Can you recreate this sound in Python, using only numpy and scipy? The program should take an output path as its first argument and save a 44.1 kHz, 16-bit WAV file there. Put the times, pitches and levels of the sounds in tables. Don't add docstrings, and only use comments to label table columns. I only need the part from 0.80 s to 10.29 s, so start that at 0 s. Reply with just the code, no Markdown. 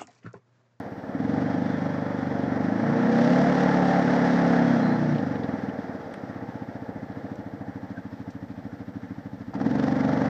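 import sys
import numpy as np
from scipy import signal
from scipy.fft import rfft, irfft, next_fast_len
from scipy.io import wavfile

SR = 44100
rng = np.random.default_rng(int(sys.argv[2]) if len(sys.argv) > 2 else 0)


def materialize(psi):
    bounded = np.clip(np.atleast_2d(psi).T, -1, 1)
    quanta = np.round(bounded * 32767).astype(np.int16)
    wavfile.write(sys.argv[1], SR, quanta)


def invert_db(x):
    u = np.asarray(x, float) / 20
    return 10 ** u


N = 418502

# (time [s], firing rate [1/s])
ENGINE_SPEED = [(0.0, 16.61), (0.3294, 17.805), (0.5075, 23.49), (0.7874, 25.268), (1.7828, 23.631),
                (1.9141, 26.794), (2.6288, 36.801), (3.9434, 34.275), (4.059, 30.63), (4.3617, 29.727),
                (4.4417, 24.895), (4.6959, 20.928), (5.6172, 15.508), (6.4858, 13.708), (8.02, 13.172),
                (8.7004, 13.42), (8.9442, 23.712), (9.5, 23.936)]
CRANK_AT_START = 0.915
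# (time [s], exhaust pressure [dB], casing shake [dB])
ENGINE_EFFORT = [(0, -37, -38.5), (.18, -39, -42), (.42, -24.5, -35.5), (.58, -25, -32), (1.32, -30, -33.5),
                 (1.95, -25.5, -31), (2.48, -22.5, -24), (3.57, -23.5, -24), (3.94, -23, -26),
                 (4.44, -27, -33), (5.28, -35.5, -39.5), (5.6, -37, -41), (7.7, -38, -48.5),
                 (8.72, -37.5, -51), (8.76, -29, -38), (8.85, -24.5, -33.5), (9.17, -23.5, -30),
                 (9.49, -24, -27)]
# (time [s], strength [0-1], fade [s])
THROTTLE_PULLS = [
    (.36, 0.3, 0.44),
    (2.3, 0.3, 1.2),
    (8.74, .9, 1.2),
]
PULL_RISE_S = 0.013

# (time [s], level against the neighbours [dB])
UNEVEN_FIRINGS = [(.065, -3), (.181, -2.5), (.24, -3.5), (.297, -4.5), (.352, 1), (4.789, -4.5),
                  (4.942, -8.5), (4.994, 0.5), (5.045, -6.5), (5.097, -1.5), (5.151, -2.5), (5.205, -6),
                  (5.261, -5.5), (5.321, -11), (5.38, -10), (8.864, 2.5)]
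# (firing rate [1/s], pipe-end echo [0-1], answer [-1 suction to 1 pressure])
VALVE_TIMING = [(13, 1, 0.15), (15.3, 0.3, 0.099), (15.5, 0.7, .45), (18.7, .4, -.05), (21.6, 0.6, -0.015),
                (24.3, 0.4, -0.052), (27.7, 0.2, 0.66), (31.1, 0.54, 0.71), (33.4, 0.5, -.1),
                (35.7, .3, 0.36)]
PIPE_ECHO_S, ANSWER_AT_CYCLE = 0.010573, 0.5
PULL_ECHO, PULL_ANSWER = 0.28, -0.25
# (frequency [Hz], level [dB])
PIPE_COLOUR = [(40, -130), (105, -65), (135, 1.5), (160, -2), (200, 2.5), (255, 3.5), (295, -6), (335, -8),
               (390, -61.5), (900, -130)]
# (frequency [Hz], width [Hz], level [dB])
PIPE_RING = [(283.6, 140, -1)]
# (frequency [Hz], width [Hz], level [dB])
SILENCER_RING = [(237.7, 26, -7.5), (188, 30, 0.5)]
LOAD_RING_DB, LOAD_RING_PER_DB = -22.5, 0.93
# (frequency [Hz], level [dB])
SILENCER_BOOM = [(25, -120), (55, -54.5), (80, 1.5), (100, 6.5), (125, 15.5), (150, 1), (190, -61.5),
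                 (500, -130)]
IDLE_DB, BOOM_IDLE_DB, BOOM_LOSS_PER_DB = -38, -5.5, 0.96
MERGE_PER_S, MERGE_DB_PER_HZ, BOOM_DB_PER_HZ = 30.5, 0.23, 1
SHUDDER_DB, SHUDDER_DB_PER_HZ = -34, 1.9

# (frequency [Hz], width [Hz], level against exhaust pressure [dB])
STANDING_WAVES = [(110.5, 19, -13.5), (147.6, 7.8, -10), (182, 29, -9.5), (229, 26, -10), (245.2, 26, -10),
                  (323, 54, -12.5)]
DRONE_TONES = [(3, 0.15), (4, 0.37), (5, 1.4), (6, -1.67), (7, 1.17), (8, 0.11), (9, 0.33), (10, -0.21),
               (11, 0.86)]
DRONE_FROM_PER_S, DRONE_DB_PER_HZ = 29.2, 1.5
# (multiple of the firing rate, frequency [Hz], width [Hz], level against exhaust [dB])
AIRBOX_TONES = [(4, 97, 26, -13.5), (6, 146, 19, -7.5)]
PULL_HUM_DB = -8.5

# (frequency [Hz], level per Hz [dB])
CASING_COLOUR = [(190, -18), (330, 5), (392, -3), (458, 3), (610, 0.5), (683, -0.5), (734, -5.5), (859, 0),
                 (949, -10.5), (1090, -13.5), (1800, -19.5), (2690, -27.5), (3280, -31), (5730, -35.5),
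                 (10000, -65.5), (13000, -91.5), (22000, -120)]
# (frequency [Hz], width [Hz], level above the colour [dB])
CASING_PANELS = [(466, 19, 3.5), (700, 31, 4.5), (780.5, 34, 6.5), (1348, 66, 3.5), (1778, 850, 10.5),
                 (3350, 180, 2.5), (4970, 54, 4.5), (5600, 40, 6)]
MID_SHAKE_DB = -35.5
GROWL_DB, GROWL_PER_DB = -36.5, 0.85
RATTLE_DB, RATTLE_PER_DB = -44, 1
SIZZLE_DB, SIZZLE_PER_DB = -58, 0.65
PULL_SIZZLE_DB, SIZZLE_DB_PER_HZ = 7, 0.4074
CHAIN_DB, TAPPETS_DB = -57.5, -66
THROB, PULL_THROB, SWAY, SWAY_AT_CYCLE = 0.051, 0.84, 0.081, 0.03
IDLE_THROB_PER_HZ, IDLE_BELOW_PER_S = 0.15, 14
HABIT, HABIT_PER_HZ = 0.62, 0.012

# (frequency [Hz], level per Hz [dB])
HISS_COLOUR = [(4100, -30), (7000, -1), (8070, -2), (9020, -7), (10100, -8), (11800, -7), (14500, 0),
               (15200, -2)]
HISS_DB, RUMBLE_DB = -76, -63.5
# (start [s], end [s], frequency [Hz], level [dB])
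RUBBING_SQUEAKS = [(0.627, 0.804, 3230, -62), (0.8, 1.0, 3500, -63), (.8, 1.75, 3350, -65),
                   (3.034, 3.233, 772, -29), (3.8, 4.05, 3280, -57), (3.983, 4.188, 4100, -54.5),
                   (4.25, 4.336, 5600, -58), (7.134, 7.218, 1580, -49)]
# (start [s], end [s], first multiple of firing rate, last multiple, level [dB])
GEAR_TONES = [(0.873, 1.76, 23, 23.5, -43.5), (2.325, 2.72, 16.7, 19, -32), (2.714, 3.306, 19, 19, -35.5)]
# (time [s], peak [dB], frequency [Hz], 60 dB decay [s])
RACK_TICKS = [(1.469, -47, 3920, 0.021), (4.349, -40, 3180, 0.059), (4.382, -37, 3350, .04),
              (4.47, -60, 3700, 0.036), (4.555, -40, 2900, 0.034), (4.634, -38.5, 3500, 0.054),
              (4.888, -46, 2920, 0.088), (5.339, -40.5, 3450, 0.042), (5.339, -48, 8400, 0.024),
              (6.556, -49, 5900, 0.022), (7.504, -46, 5500, 0.059), (5.341, -32, 1600, .04),
              (6.32, -51, 4000, .03), (8.735, -31.5, 890, 0.082), (8.74, -44, 4800, .06),
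              (8.8, -31, 1330, .06), (8.802, -52, 4480, .05)]
# (time [s], frequency [Hz])
BELT_PITCH = [(2.0, 452), (2.25, 468), (2.55, 520), (2.68, 512), (2.9, 452), (3.1, 427)]
BELT_DB, WHINE_FADE_S = -36, 0.12


def rms_one(x):
    return x / np.sqrt(np.mean(x ** 2) + 1e-20)


def in_time(rows):
    s, *columns = np.transpose(rows)
    return [np.interp(np.arange(N) / SR, s, column) for column in columns]


def drift(rate):
    r = np.exp(-32 * np.pi * rate / SR)
    noise = rng.standard_normal(N // 16 + 3002)
    slow = signal.lfilter([1], [1, -2 * r, r * r], noise)[3000:]
    return np.interp(np.arange(N) / 16, np.arange(len(slow)), rms_one(slow))


def cut(x, hz, kind, order=4):
    return signal.sosfilt(signal.butter(order, hz, kind, fs=SR, output="sos"), x)


def modes(x, table):
    out = 0
    for k, (hz, width_hz, db) in enumerate(table):
        r = np.exp(-np.pi * width_hz / SR)
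        feedback = [1, -2 * r * np.cos(2 * np.pi * hz / SR), r * r]
        out = out + (-1) ** k * invert_db(db) * signal.lfilter([1 - r * r, 0, r * r - 1], feedback, x)
    return out


def coloured(x, spectrum, peaks=()):
    size = next_fast_len(N, True)
    hz = np.maximum(np.fft.rfftfreq(size, 1 / SR), 1)
    colour_hz, colour_db = np.transpose(spectrum)
    db = np.interp(np.log(hz), np.log(colour_hz), colour_db)
    for peak_hz, width_hz, peak_db in peaks:
        db = db + peak_db / (1 + (2 * (hz - peak_hz) / width_hz) ** 2)
    return irfft(rfft(x, size) * invert_db(db), size)[:N]


def clicks(times, sizes):
    at = np.round(times * SR).astype(int)
    inside = (at >= 0) & (at < N)
    return np.bincount(at[inside], sizes[inside], N) + 1e-18


def fade(start, end, fade_s):
    t = np.arange(N) / SR
    return np.clip(np.minimum(t - start, end - t) / fade_s, 0, 1)


def whine(hz, level_db):
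    turns = np.cumsum(hz * (1 + 0.002 * drift(10))) / SR
    return invert_db(level_db + 4.5 + 0.5 * drift(19)) * np.sin(2 * np.pi * turns)


def crank():
    rate, = in_time(ENGINE_SPEED)
    cycle = CRANK_AT_START + np.cumsum(rate) / SR
    times = np.interp(np.arange(1, cycle[-1]), cycle, np.arange(N) / SR)
    return times, cycle, rate


def pull():
    t = np.arange(N) / SR
    out = 0
    for s, size, fade_s in THROTTLE_PULLS:
        rise = np.clip((t - s) / PULL_RISE_S, 0, 1)
        out = out + size * rise * np.exp(-np.maximum(t - s, 0) / fade_s)
    return out


def gas_pulses(times, rate):
    speed, echo, answer = np.transpose(VALVE_TIMING)
    echo = np.clip(np.interp(rate, speed, echo) + PULL_ECHO * pull(), 0, 1.5)
    answer = np.interp(rate, speed, answer) + PULL_ANSWER * pull()
    chance = rng.standard_normal((len(times), 5))
    period = np.gradient(times)
    unsteady = period / 0.26
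    strength_db = unsteady * chance[:, 0]
    for s, db in UNEVEN_FIRINGS:
        strength_db[np.argmin(abs(times - s))] = db
    blow = times + 0.00015 * unsteady * chance[:, 1]
    gas = clicks(blow, invert_db(strength_db))
    gas = gas + echo * clicks(blow + PIPE_ECHO_S, invert_db(strength_db + 0.99 * chance[:, 3]))
    second_echo = clicks(blow + 2 * PIPE_ECHO_S, invert_db(strength_db + 2.5 * chance[:, 4]))
    gas = gas + 0.3 * echo ** 2 * second_echo
    answer_at = blow + ANSWER_AT_CYCLE * period + 0.0002 * chance[:, 2]
    gas = gas + answer * clicks(answer_at, invert_db(1.5 * unsteady * chance[:, 3]))
    return gas / np.sqrt(rate * (1 + echo ** 2 + answer ** 2))


def thumps(times, rate, exhaust_db):
    gas = gas_pulses(times, rate)
    fast = np.maximum(rate - MERGE_PER_S, 0)
    load_db = exhaust_db - IDLE_DB
    pipe = coloured(gas, PIPE_COLOUR)
    pipe = rms_one(pipe + modes(pipe, PIPE_RING))
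    ring_gain = invert_db(LOAD_RING_DB + LOAD_RING_PER_DB * load_db)
    pipe = pipe + ring_gain * rms_one(modes(pipe, SILENCER_RING))
    pipe = pipe + 0.36 * rms_one(coloured(rng.standard_normal(N), PIPE_COLOUR))
    boom_db = BOOM_IDLE_DB - BOOM_LOSS_PER_DB * load_db - BOOM_DB_PER_HZ * fast
    boom = invert_db(boom_db) * rms_one(coloured(gas, SILENCER_BOOM))
    level_db = exhaust_db - MERGE_DB_PER_HZ * fast
    return invert_db(level_db - 1.5) * (pipe + boom) * (1 + 0.045 * drift(49))


def shudder(cycle, rate, exhaust_db):
    level_db = exhaust_db + SHUDDER_DB + SHUDDER_DB_PER_HZ * (rate - 32) + 2.0 * drift(3)
    return invert_db(level_db) * np.cos(4 * np.pi * cycle)


def drone(cycle, rate, exhaust_db):
    out = 0
    for multiple, share in DRONE_TONES:
        gain = 0
        for hz, width_hz, db in STANDING_WAVES:
            gain = gain + invert_db(db) / (1 + (2 * (multiple * rate - hz) / width_hz) ** 2)
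        waver = invert_db(1.9 * drift(33) + 1.5 * drift(1.1))
        out = out + share * gain * waver * np.cos(2 * np.pi * multiple * cycle)
    slow = np.maximum(DRONE_FROM_PER_S - rate, 0)
    return invert_db(exhaust_db + 3 - DRONE_DB_PER_HZ * slow) * out


def airbox_hum(cycle, rate, exhaust_db):
    hum = 0
    for multiple, hz, width_hz, db in AIRBOX_TONES:
        gain = invert_db(exhaust_db + db) / (1 + (2 * (multiple * rate - hz) / width_hz) ** 2)
        hum = hum + gain * np.sin(2 * np.pi * multiple * cycle)
    return invert_db(PULL_HUM_DB * pull()) * hum


def contact_throb(cycle, rate):
    depth = np.clip(THROB + PULL_THROB * pull(), 0, 1)
    sway = np.clip(SWAY + IDLE_THROB_PER_HZ * np.maximum(IDLE_BELOW_PER_S - rate, 0), 0, 0.8)
    firing = 1.7 * np.exp(9 * (np.cos(2 * np.pi * (cycle - 0.02)) - 1))
    intake = 0.6 * np.exp(3 * (np.cos(2 * np.pi * (cycle + 0.22)) - 1))
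    swing = np.cos(2 * np.pi * (cycle - SWAY_AT_CYCLE))
    return 1 + depth * (firing + intake - 0.55) + sway * swing


def returning_contacts(cycle):
    habit = 0
    for teeth in rng.standard_normal((2, 96)):
        pattern = np.interp(cycle % 1, np.arange(96) / 96, teeth, period=1)
        habit = habit + pattern * (1 + 0.4 * drift(1.8))
    return rms_one(cut(coloured(habit, CASING_COLOUR, CASING_PANELS), 950, "low"))


def casing(cycle, rate, shake_db):
    shake = shake_db - MID_SHAKE_DB
    throb = contact_throb(cycle, rate)
    grains = rng.standard_normal((3, N)) * invert_db(2.0 * np.minimum(rng.exponential(1, (3, N)), 6))
    low, middle, high = [
        coloured(rms_one(row) * throb * invert_db(0.8 * drift(8.9)), CASING_COLOUR, CASING_PANELS)
        for row in grains]
    habit_share = HABIT + HABIT_PER_HZ * np.maximum(rate - 24, 0)
    growl = rms_one(cut(low, 913, "low")) + habit_share * returning_contacts(cycle)
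    growl = rms_one(cut(growl, 376, "high", order=3))
    rattle = rms_one(cut(middle, [950, 2300], "band"))
    sizzle = rms_one(cut(high, 2995, "high"))
    sizzle_db = SIZZLE_DB + SIZZLE_PER_DB * shake
    sizzle_db = sizzle_db + PULL_SIZZLE_DB * pull() + SIZZLE_DB_PER_HZ * (rate - 24)
    growl_gain = invert_db(GROWL_DB + GROWL_PER_DB * shake)
    rattle_gain = np.hypot(invert_db(RATTLE_DB + RATTLE_PER_DB * shake), invert_db(CHAIN_DB))
    sizzle_gain = np.hypot(invert_db(sizzle_db), invert_db(TAPPETS_DB))
    return growl_gain * growl + rattle_gain * rattle + sizzle_gain * sizzle


def background():
    hiss = invert_db(HISS_DB) * rms_one(coloured(rng.standard_normal(N), HISS_COLOUR))
    rumble = cut(rng.standard_normal(N), [52, 85], "band", order=3)
    return hiss + invert_db(RUMBLE_DB) * rms_one(rumble)


def squeaks():
    out = 0
    rub = rng.standard_normal(N)
    for start, end, hz, db in RUBBING_SQUEAKS:
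        line = [(hz, 0.067 * hz, 0)]
        out = out + invert_db(db) * fade(start, end, 0.044) * rms_one(modes(modes(rub, line), line))
    return out


def gear_whine(rate):
    out = 0
    for start, end, first, last, db in GEAR_TONES:
        multiple, = in_time([(start, first), (end, last)])
        out = out + fade(start - 0.05, end + 0.056, WHINE_FADE_S) * whine(multiple * rate, db)
    return out


def ticks():
    out = np.zeros(N)
    t = np.arange(4410) / SR
    for s, peak_db, hz, t60 in RACK_TICKS:
        burst = rng.standard_normal(len(t)) * invert_db(-60 * t / t60)
        crack = cut(cut(burst, 0.3 * hz, "high", order=1), 1.25 * hz, "low", order=6)
        knock = 0.5 * rms_one(modes(crack, [(hz, 0.053 * hz, 0)])) + rms_one(crack)
        out[round(s * SR):][:len(t)] += invert_db(peak_db) * knock / abs(knock).max()
    return out


def belt_whine():
    gain = fade(BELT_PITCH[0][0], BELT_PITCH[-1][0], WHINE_FADE_S)
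    return gain * whine(*in_time(BELT_PITCH), BELT_DB)


def scene():
    times, cycle, rate = crank()
    exhaust_db, shake_db = in_time(ENGINE_EFFORT)
    engine = thumps(times, rate, exhaust_db) + shudder(cycle, rate, exhaust_db)
    engine = engine + drone(cycle, rate, exhaust_db) + airbox_hum(cycle, rate, exhaust_db)
    engine = engine + casing(cycle, rate, shake_db)
    drive = gear_whine(rate) + belt_whine()
    return (engine + background() + squeaks() + drive + ticks())[None]


def roll_off(x):
    return signal.sosfilt(signal.butter(12, 16380, fs=SR, output="sos"), x)


def record(dry):
    dry = signal.sosfilt(signal.cheby2(20, 60, 15600, fs=SR, output="sos"), dry)
    mix = dry * np.minimum((N - np.arange(N)) / 300, 1)
    return roll_off(mix)


dry = scene()
out = record(dry)
materialize(out)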